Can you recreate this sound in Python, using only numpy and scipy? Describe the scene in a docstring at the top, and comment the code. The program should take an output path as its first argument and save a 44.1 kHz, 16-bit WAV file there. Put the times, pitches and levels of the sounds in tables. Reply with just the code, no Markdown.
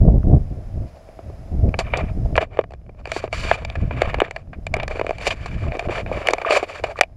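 """Loose limestone knocks under a hiker's boots on a high ridge, and a pole taps the rock.
Thin slabs clink and stray pebbles tumble; between the knocks, soles and gear scrape and grit crunches.
Knocks and scrapes ring through the case of a small camera worn on the body.
Gusts buffet its microphone over a faint hiss."""
import sys
import numpy as np
from scipy import signal
from scipy.fft import rfft, irfft
from scipy.io import wavfile

SR = 44100
rng = np.random.default_rng(int(sys.argv[2]) if len(sys.argv) > 2 else 0)


def int16_out(signal):
    """Quantize to a 16-bit WAV file."""
    q = np.round(np.clip(np.atleast_2d(signal).T, -1, 1) * 32767)
    wavfile.write(sys.argv[1], SR, q.astype(np.int16))


N = 315756
GRIT_FROM_HZ, TREBLE_FROM_HZ = 821, 3040   # low edges of clack and grit, and of snap and dust


def knocks(even_thud_hz=622, even_clack_hz=1830, hardness_range_db=17):
    """Stone and pole contacts: the harder the hit, the higher it rings, up to a soft limit."""
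    # hits on rock: (time [s], thud level [dB], hardness = clack over thud [dB], snap over thud [dB],
    # crush decay [s])
    hits = [(1.088, -42.5, -15, -41, 0.0014), (1.1905, -34, -22, -43, 0.0027),
            (1.299, -37, -27, -36, 0.0018), (1.6917, -40, -10, -17, 0.00077),
            (1.741, -26, -0.5, -40, 0.0017), (1.7896, -20.5, -6, -6.5, 0.0088),
            (1.9363, -19, 0.5, -44, 0.0033), (1.972, -25.5, -33, -8.5, 0.0036),
            (2.257, -30.5, -26, -33, .002), (2.3549, -25.5, 0, -27, 0.0015), (2.3639, -27, -5, -11, 0.0035),
            (2.3782, -12, -2, -46, 0.0031), (2.5711, -32, -6.5, -33, 0.0016),
            (2.5896, -10, -16, -43, 0.0019), (2.6115, -36, -6.5, -24, 0.00091),
            (2.639, -37.5, -4, -28, 0.0018), (2.707, -41.5, -13, -21, 0.0022),
            (2.7204, -42, -10, -22, 0.0022), (2.7362, -38.5, -9, -20, 0.0013),
            (2.8928, -40, -12, -37, .0015), (3.0554, -33, -0.5, -14, 0.00054),
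            (3.0734, -33.5, -8, -16, 0.0011), (3.1173, -25, -0.5, -9, 0.002),
            (3.1637, -21.5, -11, -24, 0.0021), (3.2397, -20.5, -20, -31, 0.0066),
            (3.277, -34.5, -8, -31, .002), (3.3278, -24, -1.5, -11, .007),
            (3.513, -11.5, -2.5, -30, 0.0017), (3.6488, -31.5, 2.5, -8.5, 0.0022),
            (3.7, -36.5, 1.5, -12, 0.00042), (3.7543, -30.5, -0.5, -21.5, 0.0043),
            (3.9096, -27, -4, -51, 0.0034), (4.0184, -12.5, -6.5, -20.5, 0.0016),
            (4.1428, -23, -1.5, -19.5, 0.0025), (4.185, -26.5, -13, -33, .002),
            (4.2025, -24, 5.5, -11, 0.00085), (4.218, -11, -12, -44, 0.00015),
            (4.3096, -32.5, 0, -11.5, 0.0014), (4.362, -29, -0.5, -16, 0.0025),
            (4.531, -39, -0.5, -26, 0.0099), (4.6668, -30, 0, -10, .002), (4.7397, -20.5, 0, -12, 0.002),
            (4.7663, -24.5, -8, -20, .002), (4.7989, -32.5, 5.5, -33, 0.005),
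            (4.8319, -29.5, -2, -12, 0.0017), (4.8791, -31, -0.5, -7.5, 0.0016),
            (4.9098, -29.5, -5, -25, 0.009), (4.9947, -22, -7, -27, 0.0018),
            (5.0128, -18.5, -9.5, -31, 0.0018), (5.0455, -26, -28, -34, 0.0057),
            (5.0661, -25.5, -4, -19, 0.00033), (5.0925, -21, -11, -27, 0.002),
            (5.1079, -19.5, -12, -25, 0.00042), (5.1833, -39, 1.5, -6.5, 0.0014),
            (5.2679, -21, 1, -7, 0.0095), (5.2745, -19, -9, -8, 0.006), (5.3058, -34, 11.5, -4, .009),
            (5.4588, -31.5, -2, -10, 0.0071), (5.7201, -32, 0, -36, 0.00033),
            (5.7505, -25, -22, -35, 0.0023), (5.7693, -29, -36, -24, 0.0016),
            (5.7936, -27, 0.5, -12, 0.0016), (5.8861, -25, -11.5, -36, 0.0027),
            (5.8944, -21, -17, -44, 0.0021), (6.062, -33, -1.5, -31, 0.0018),
            (6.1149, -20, -37, -37, 0.0039), (6.2712, -32, 13.5, 6.5, 0.0009),
            (6.286, -15, 0, -18.5, 0.0009), (6.3067, -22.5, -11, -11, 0.0028),
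            (6.3344, -16, -4.5, -11.5, 0.0019), (6.3822, -26.5, -4, -22, .002),
            (6.4158, -28, -2, -18, 0.0064), (6.5075, -18.5, 1, -12.5, .003),
            (6.6281, -19.5, -12.5, -22.5, 0.0081), (6.8384, -18, -6.5, -20, 0.0046),
            (6.9884, -26, -3, -19, 0.0031), (7.0102, -9, 0, -9.5, 0.0019), (7.0343, -26, 0.5, -18, .0007)]
    out = np.zeros(N + SR)
    for s, db, hardness_db, snap_db, crush_s in list(hits) + stray_pebbles():
        lift_db = hardness_range_db * np.tanh(hardness_db / hardness_range_db)
        thud_hz = even_thud_hz * 2 ** (0.09 * lift_db)
        clack_hz = even_clack_hz * 2 ** (0.62 * lift_db)
        sound = knock(db, thud_hz, db + hardness_db, clack_hz, db + snap_db, crush_s)
        at = int(s * SR)
        out[at:at + len(sound)] += sound
    return out[:N]


def knock(thud_db, thud_hz, clack_db, clack_hz, snap_db, crush_s, thud_width_hz=380, clack_width_hz=1100,
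          crumble=0.43, push_share=0.4, rise_s=0.0005, scatter_s=0.0094, case_share=0.83):
    """One contact: a hard push, a burst of crushed grit, then faint scatter off the rocks around."""
    t = np.arange(SR // 8) / SR
    grit, scatter = rng.standard_normal((2, len(t)))
    push = (t == 0) * 1.
    crush = grit * (1 - np.exp(-t / rise_s)) * np.exp(-t / crush_s)
    crush /= np.sqrt(np.sum(crush ** 2))
    scatter = from_db(-33) / 2 * cut(scatter, "low", 2200, order=1) * np.exp(-t / scatter_s)
    contact = push_share * push + crush + scatter
    contact = (1 - case_share) * contact + case_share * case(contact)
    # the heavy stone answers the push with a few slow cycles, its edges with the faster clack
    thud = resonate(push + crumble * contact + scatter, thud_hz, thud_width_hz)
    thud = resonate(thud, thud_hz, 2 * thud_width_hz)
    thud = cut(cut(thud, "low", 688, order=3), "high", 360, order=3)
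    clack = cut(resonate(contact, clack_hz, clack_width_hz), "band", [GRIT_FROM_HZ, 3150], order=4)
    snap = treble(contact, muffle_hz=3440, top_hz=8950)
    body = SR // 100   # the first 10 ms set each layer's level
    return sum(from_db(db) * part / np.sqrt(np.mean(part[:body] ** 2))
               for db, part in [(thud_db, thud), (clack_db, clack), (snap_db, snap)])


def stray_pebbles(count=80, from_s=2.35, over_rub_db=2, still_db=-53, spread_db=3,
                  hardness_db=-12, snap_db=-30.5, crush_s=0.0021):
    """Small hits at chance moments once the boots are on loose ground, louder while a sole drags."""
    moments = np.interp(np.arange(count) + rng.random(count), [0, count], [from_s, (N - 1) / SR])
    rub = drag_gains()[0][(moments * SR).astype(int)]
    levels_db = 20 * np.log10(np.hypot(rub * from_db(over_rub_db), from_db(still_db)))
    chance_db = spread_db * np.clip(rng.standard_normal((count, 2)), -2, 2)
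    return [(s, db + size, hardness_db + edge, snap_db + edge, crush_s)
            for s, db, (size, edge) in zip(moments, levels_db, chance_db)]


def clinks(upper_ratio=1.15, upper_db=-8, rise_s=0.0005):
    """A thin slab rings with one clear note and a shorter mode just above it."""
    # thin loose stones: (time [s], level [dB], pitch [Hz], ring time to -60 dB [s])
    slabs = [(0.2317, -28.5, 1250, 0.0081), (1.19, -27, 1090, 0.0054), (6.4486, -9, 1170, 0.025),
             (6.487, -15, 1200, 0.045), (6.9582, -23.5, 1170, 0.026), (6.9674, -33.5, 1170, 0.017)]
    out = np.zeros(N)
    for s, db, hz, t60 in slabs:
        at = int(s * SR)
        t = np.arange(min(N - at, SR // 4)) / SR
        fade = from_db(-60 * t / t60)
        phase = 2 * np.pi * hz * t
        note = fade * np.sin(phase) + from_db(upper_db) * fade ** 2 * np.sin(upper_ratio * phase)
        out[at:at + len(t)] += from_db(db) * (1 - np.exp(-t / rise_s)) * note
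    return out


def scrapes(rubbing_share=1.5, dust_grain_share=0.36, judder_db=2.5):
    """Soles and gear drag: pebbles crunch low down, fine dust hisses on top, and the drag judders."""
    rub_gain, grit_gain, hiss_gain = drag_gains()
    rubbing, dust = rng.standard_normal((2, N))
    coarse = case(pebbles(per_s=2000, spread_db=4.0, sharpness=9.3) + rubbing_share * rubbing)
    fine = case(dust + dust_grain_share * slips(per_s=820, spread_db=7.5))
    rub = rms_one(cut(cut(coarse, "high", 410), "low", 633, order=4))
    grit = rms_one(cut(coarse, "band", [GRIT_FROM_HZ, 3550], order=6))
    hiss = rms_one(treble(fine, muffle_hz=3300, top_hz=9200))
    return (rub_gain * rub + grit_gain * grit + hiss_gain * hiss) * from_db(judder_db * drift(70))


def drag_gains():
    """Envelopes of the hollow rub, the grit and the dust as the soles drag."""
    # drags over gravel: (time [s], hold [s], grit level [dB], rub over grit [dB], dust over grit [dB])
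    drags = [(0.88, 0.012, -68, 8, 4), (0.96, 0.016, -66, 21, 1), (1.802, 0.0089, -34, 8, -12),
             (1.845, 0.25, -45, 2.5, -26), (1.952, 0.042, -35, 5.5, -35), (1.986, 0.026, -40, 9, -17),
             (2.415, 0.014, -29.5, 4.5, -16.5), (2.513, .1, -54, 9, -18), (2.987, 0.015, -56, 8, -11),
             (3.068, 0.19, -43.5, -2, -13), (3.122, 0.066, -37.5, -18, -1.5), (3.347, .1, -35, -9, -4),
             (3.434, 0.11, -31.5, -6, -10), (3.543, 0.091, -45.5, 3, -14), (3.68, 0.28, -48, 1.5, -16),
             (3.925, 0.36, -44, 1.5, -30), (3.972, 0.13, -34, -0.5, -19.5),
             (4.243, 0.0089, -36, -15, -20.5), (4.277, 0.14, -56.5, 7, -11), (4.747, 0.1, -41.5, 8.5, -27),
             (4.905, .09, -39.5, 3, -14.5), (5.036, 0.22, -45, 2, -14), (5.215, 0.049, -34.5, -12, -9),
             (5.264, 0.013, -29, -0.5, -4.5), (5.311, 0.015, -30.5, 0, -8.5), (5.36, 0.3, -46, -4.5, -13),
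             (5.634, 0.23, -44.5, 8, -14), (5.911, 0.091, -30, 0.5, -15), (6.075, 0.42, -43.5, 5, -18),
             (6.128, 0.095, -36.5, 4, -14), (6.264, 0.034, -32, 7, -20), (6.465, 0.068, -25.5, 3, -23),
             (6.505, 0.069, -25, 3.5, -7), (6.589, 0.049, -34.5, -2, -15), (6.688, 0.11, -37, 1, -11),
             (6.848, 0.069, -41.5, 8, -12), (6.967, 0.023, -42.5, -1, -13)]
    s, hold, db, rub_db, dust_db = np.transpose(drags)
    return [swells(s, hold, db + over_db, attack_s=0.0091, release_s=0.01)
            for over_db in (rub_db, 0, dust_db)]


def pebbles(per_s, spread_db, sharpness, count=18):
    """Each slip rings one pebble for a few cycles; big ones low, small ones high."""
    clicks = slips(per_s, spread_db)
    struck = rng.integers(0, count, N)
    return rms_one(sum(resonate(clicks * (struck == k) + 1e-18, hz, hz / sharpness) / np.sqrt(hz)
                       for k, hz in enumerate(np.geomspace(400, 3400, count))))


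def slips(per_s, spread_db):
    """Grains of uneven size slip at random moments, one click each."""
    sizes = from_db(spread_db * np.minimum(rng.exponential(1, N), 3)) * rng.choice([-1, 1], N)
    return rms_one(sizes * (rng.random(N) < per_s / SR))


def case(x):
    """Each resonance of the camera case lifts its own narrow band and rings briefly."""
    # case resonances: (pitch [Hz], width [Hz], boost [dB])
    modes = [(654, 227, 13), (1170, 430, 10), (1702, 400, 9), (2363, 564, 20), (2923, 94, 6),
             (3670, 120, 6), (4543, 630, 12), (5900, 820, 2.5), (7220, 400, 11.5), (9300, 400, 3.5)]
    for hz, width_hz, boost_db in modes:
        x = x + (from_db(boost_db) - 1) * resonate(x, hz, width_hz / from_db(boost_db / 2))
    return x


def treble(x, muffle_hz, top_hz):
    """The highs, muffled by the wall of the case."""
    highs = cut(x, "high", TREBLE_FROM_HZ, order=5)
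    return cut(cut(highs, "low", muffle_hz, order=1), "low", top_hz, order=3)


def wind(flutter_db=6.0, steady_share=0.4, case_share=0.41, buffet_db=-3.5, buffet_growth=1.199):
    """Eddies rumble on the microphone; the sharper buffets also stir the case's lowest resonance."""
    # gusts: (time [s], hold [s], rumble level [dB])
    gusts = [(0.014, 0.16, -9.5), (0.277, 0.1, -11.5), (0.45, 0.12, -31), (0.742, 0.071, -22.5),
             (1.266, 0.043, -30.5), (1.547, 0.044, -17.5), (1.643, 0.018, -12.5), (1.76, 0.11, -27.5),
             (1.924, 0.29, -26.5), (2.19, 0.066, -18.5), (2.31, 0.054, -22), (3.12, 0.26, -37.5),
             (3.349, 0.18, -27.5), (3.622, 0.074, -26.5), (3.784, .1, -23), (3.897, 0.11, -27),
             (4.05, 0.14, -25.5), (4.685, 0.22, -30), (4.896, 0.12, -40), (5.273, 0.25, -31.5),
             (5.518, 0.17, -23.5), (5.88, 0.027, -23.5), (6.03, 0.13, -28), (6.834, 0.027, -32)]
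    # the breeze under the gusts: (time [s], rumble level [dB])
    breeze = [(0, -34), (.7, -33), (1.0, -48), (1.45, -34.5), (2.6, -37), (2.9, -40), (4.35, -41),
              (4.55, -33.5), (6.3, -39), (6.65, -45.5), (7.15, -43)]
    flow = np.hypot(swells(*np.transpose(gusts), attack_s=0.025, release_s=0.034), fader(breeze))
    slow, fast = rng.standard_normal((2, N))
    rumble = rms_one(cut(cut(slow, "high", 19.5), "low", 93.2, order=3))
    buffet = cut(cut(fast, "high", 112.0, order=3), "low", 123.6)
    # buffets ride on the crests of the eddies, so they flutter
    buffet = buffet * (steady_share + np.abs(rumble)) * from_db(flutter_db * np.tanh(drift(30)))
    buffet = (1 - case_share) * buffet + case_share * case(buffet)
    buffet = rms_one(cut(buffet, "low", 722, order=5))
    # as the flow rises, buffeting grows faster than the rumble
    return flow * rumble + from_db(buffet_db) * flow ** buffet_growth * buffet


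def background():
    """A faint hiss with the colour of the case; it dips after a few hard knocks and creeps back."""
    # hiss colour: (frequency [Hz], relative level [dB])
    spectrum = [(200, -10), (420, -10.5), (650, 2), (900, -13.5), (1500, -20), (2200, -21.5), (3200, -29.5),
                (4700, -31), (5050, -24), (5400, -30.5), (7300, -34), (8600, -41), (10200, -34),
                (15000, -49)]
    # hiss fader ride: (time [s], level [dB])
    ride = [(0, -49.5), (2.36, -46.5), (2.46, -63), (2.95, -60.5), (3.5, -55), (4.2, -50), (4.3, -63),
            (4.65, -54), (5.2, -55), (6.3, -47), (7.0, -53), (7.06, -59.5)]
    hz, db = np.transpose(spectrum)
    bins = np.maximum(np.fft.rfftfreq(N, 1 / SR), 1)
    colour = from_db(np.interp(np.log(bins), np.log(hz), db))
    return fader(ride) * rms_one(irfft(rfft(rng.standard_normal(N)) * colour, N))


def swells(starts, holds, levels_db, attack_s, release_s):
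    """Gain of overlapping swells: each is full at its start, holds and dies away; their powers add."""
    t = np.arange(0, N / SR, .001)
    early = np.maximum(starts[:, None] - t, 0)
    late = np.maximum(t - (starts + holds)[:, None], 0)
    gains = from_db(levels_db)[:, None] * np.exp(-early / attack_s - late / release_s)
    return np.interp(np.arange(N) / SR, t, np.sqrt(np.sum(gains ** 2, axis=0)))


def fader(points):
    """One gain per sample from (time [s], level [dB]) points."""
    return from_db(np.interp(np.arange(N) / SR, *np.transpose(points)))


def drift(rate):
    """A random wander at unit rms, changing about rate times a second."""
    knots = rng.standard_normal(4096)
    return rms_one(np.interp(np.arange(N) / SR * rate, np.arange(len(knots)), knots))


def resonate(x, hz, width_hz):
    """A two-pole resonance with gain 1 at its peak."""
    r = np.exp(-np.pi * width_hz / SR)
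    feedback = [1, -2 * r * np.cos(2 * np.pi * hz / SR), r * r]
    return signal.lfilter(np.array([1, 0, -1]) * (1 - r * r) / 2, feedback, x)


def cut(x, kind, hz, order=2):
    """Butterworth low-, high- or band-pass."""
    return signal.sosfilt(signal.butter(order, hz, kind, fs=SR, output="sos"), x)


def from_db(db):
    """Decibels to gain."""
    return 10 ** (np.asarray(db) / 20)


def rms_one(x):
    """Scale to unit rms."""
    return x / np.sqrt(np.mean(x ** 2) + 1e-20)


def scene():
    """Stones, scrapes, wind and hiss in open air, in mono."""
    return (knocks() + clinks() + scrapes() + wind() + background())[None]


def record(dry):
    """The loudest peaks overload softly, and a steep low-pass takes off the very top."""
    ceiling, cutoff_hz = 1.08, 15700
    squashed = dry / (1 + (dry / ceiling) ** 6) ** (1 / 6)
    return signal.sosfilt(signal.ellip(12, .1, 120, cutoff_hz, fs=SR, output="sos"), squashed)


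dry = scene()
out = record(dry)
int16_out(out)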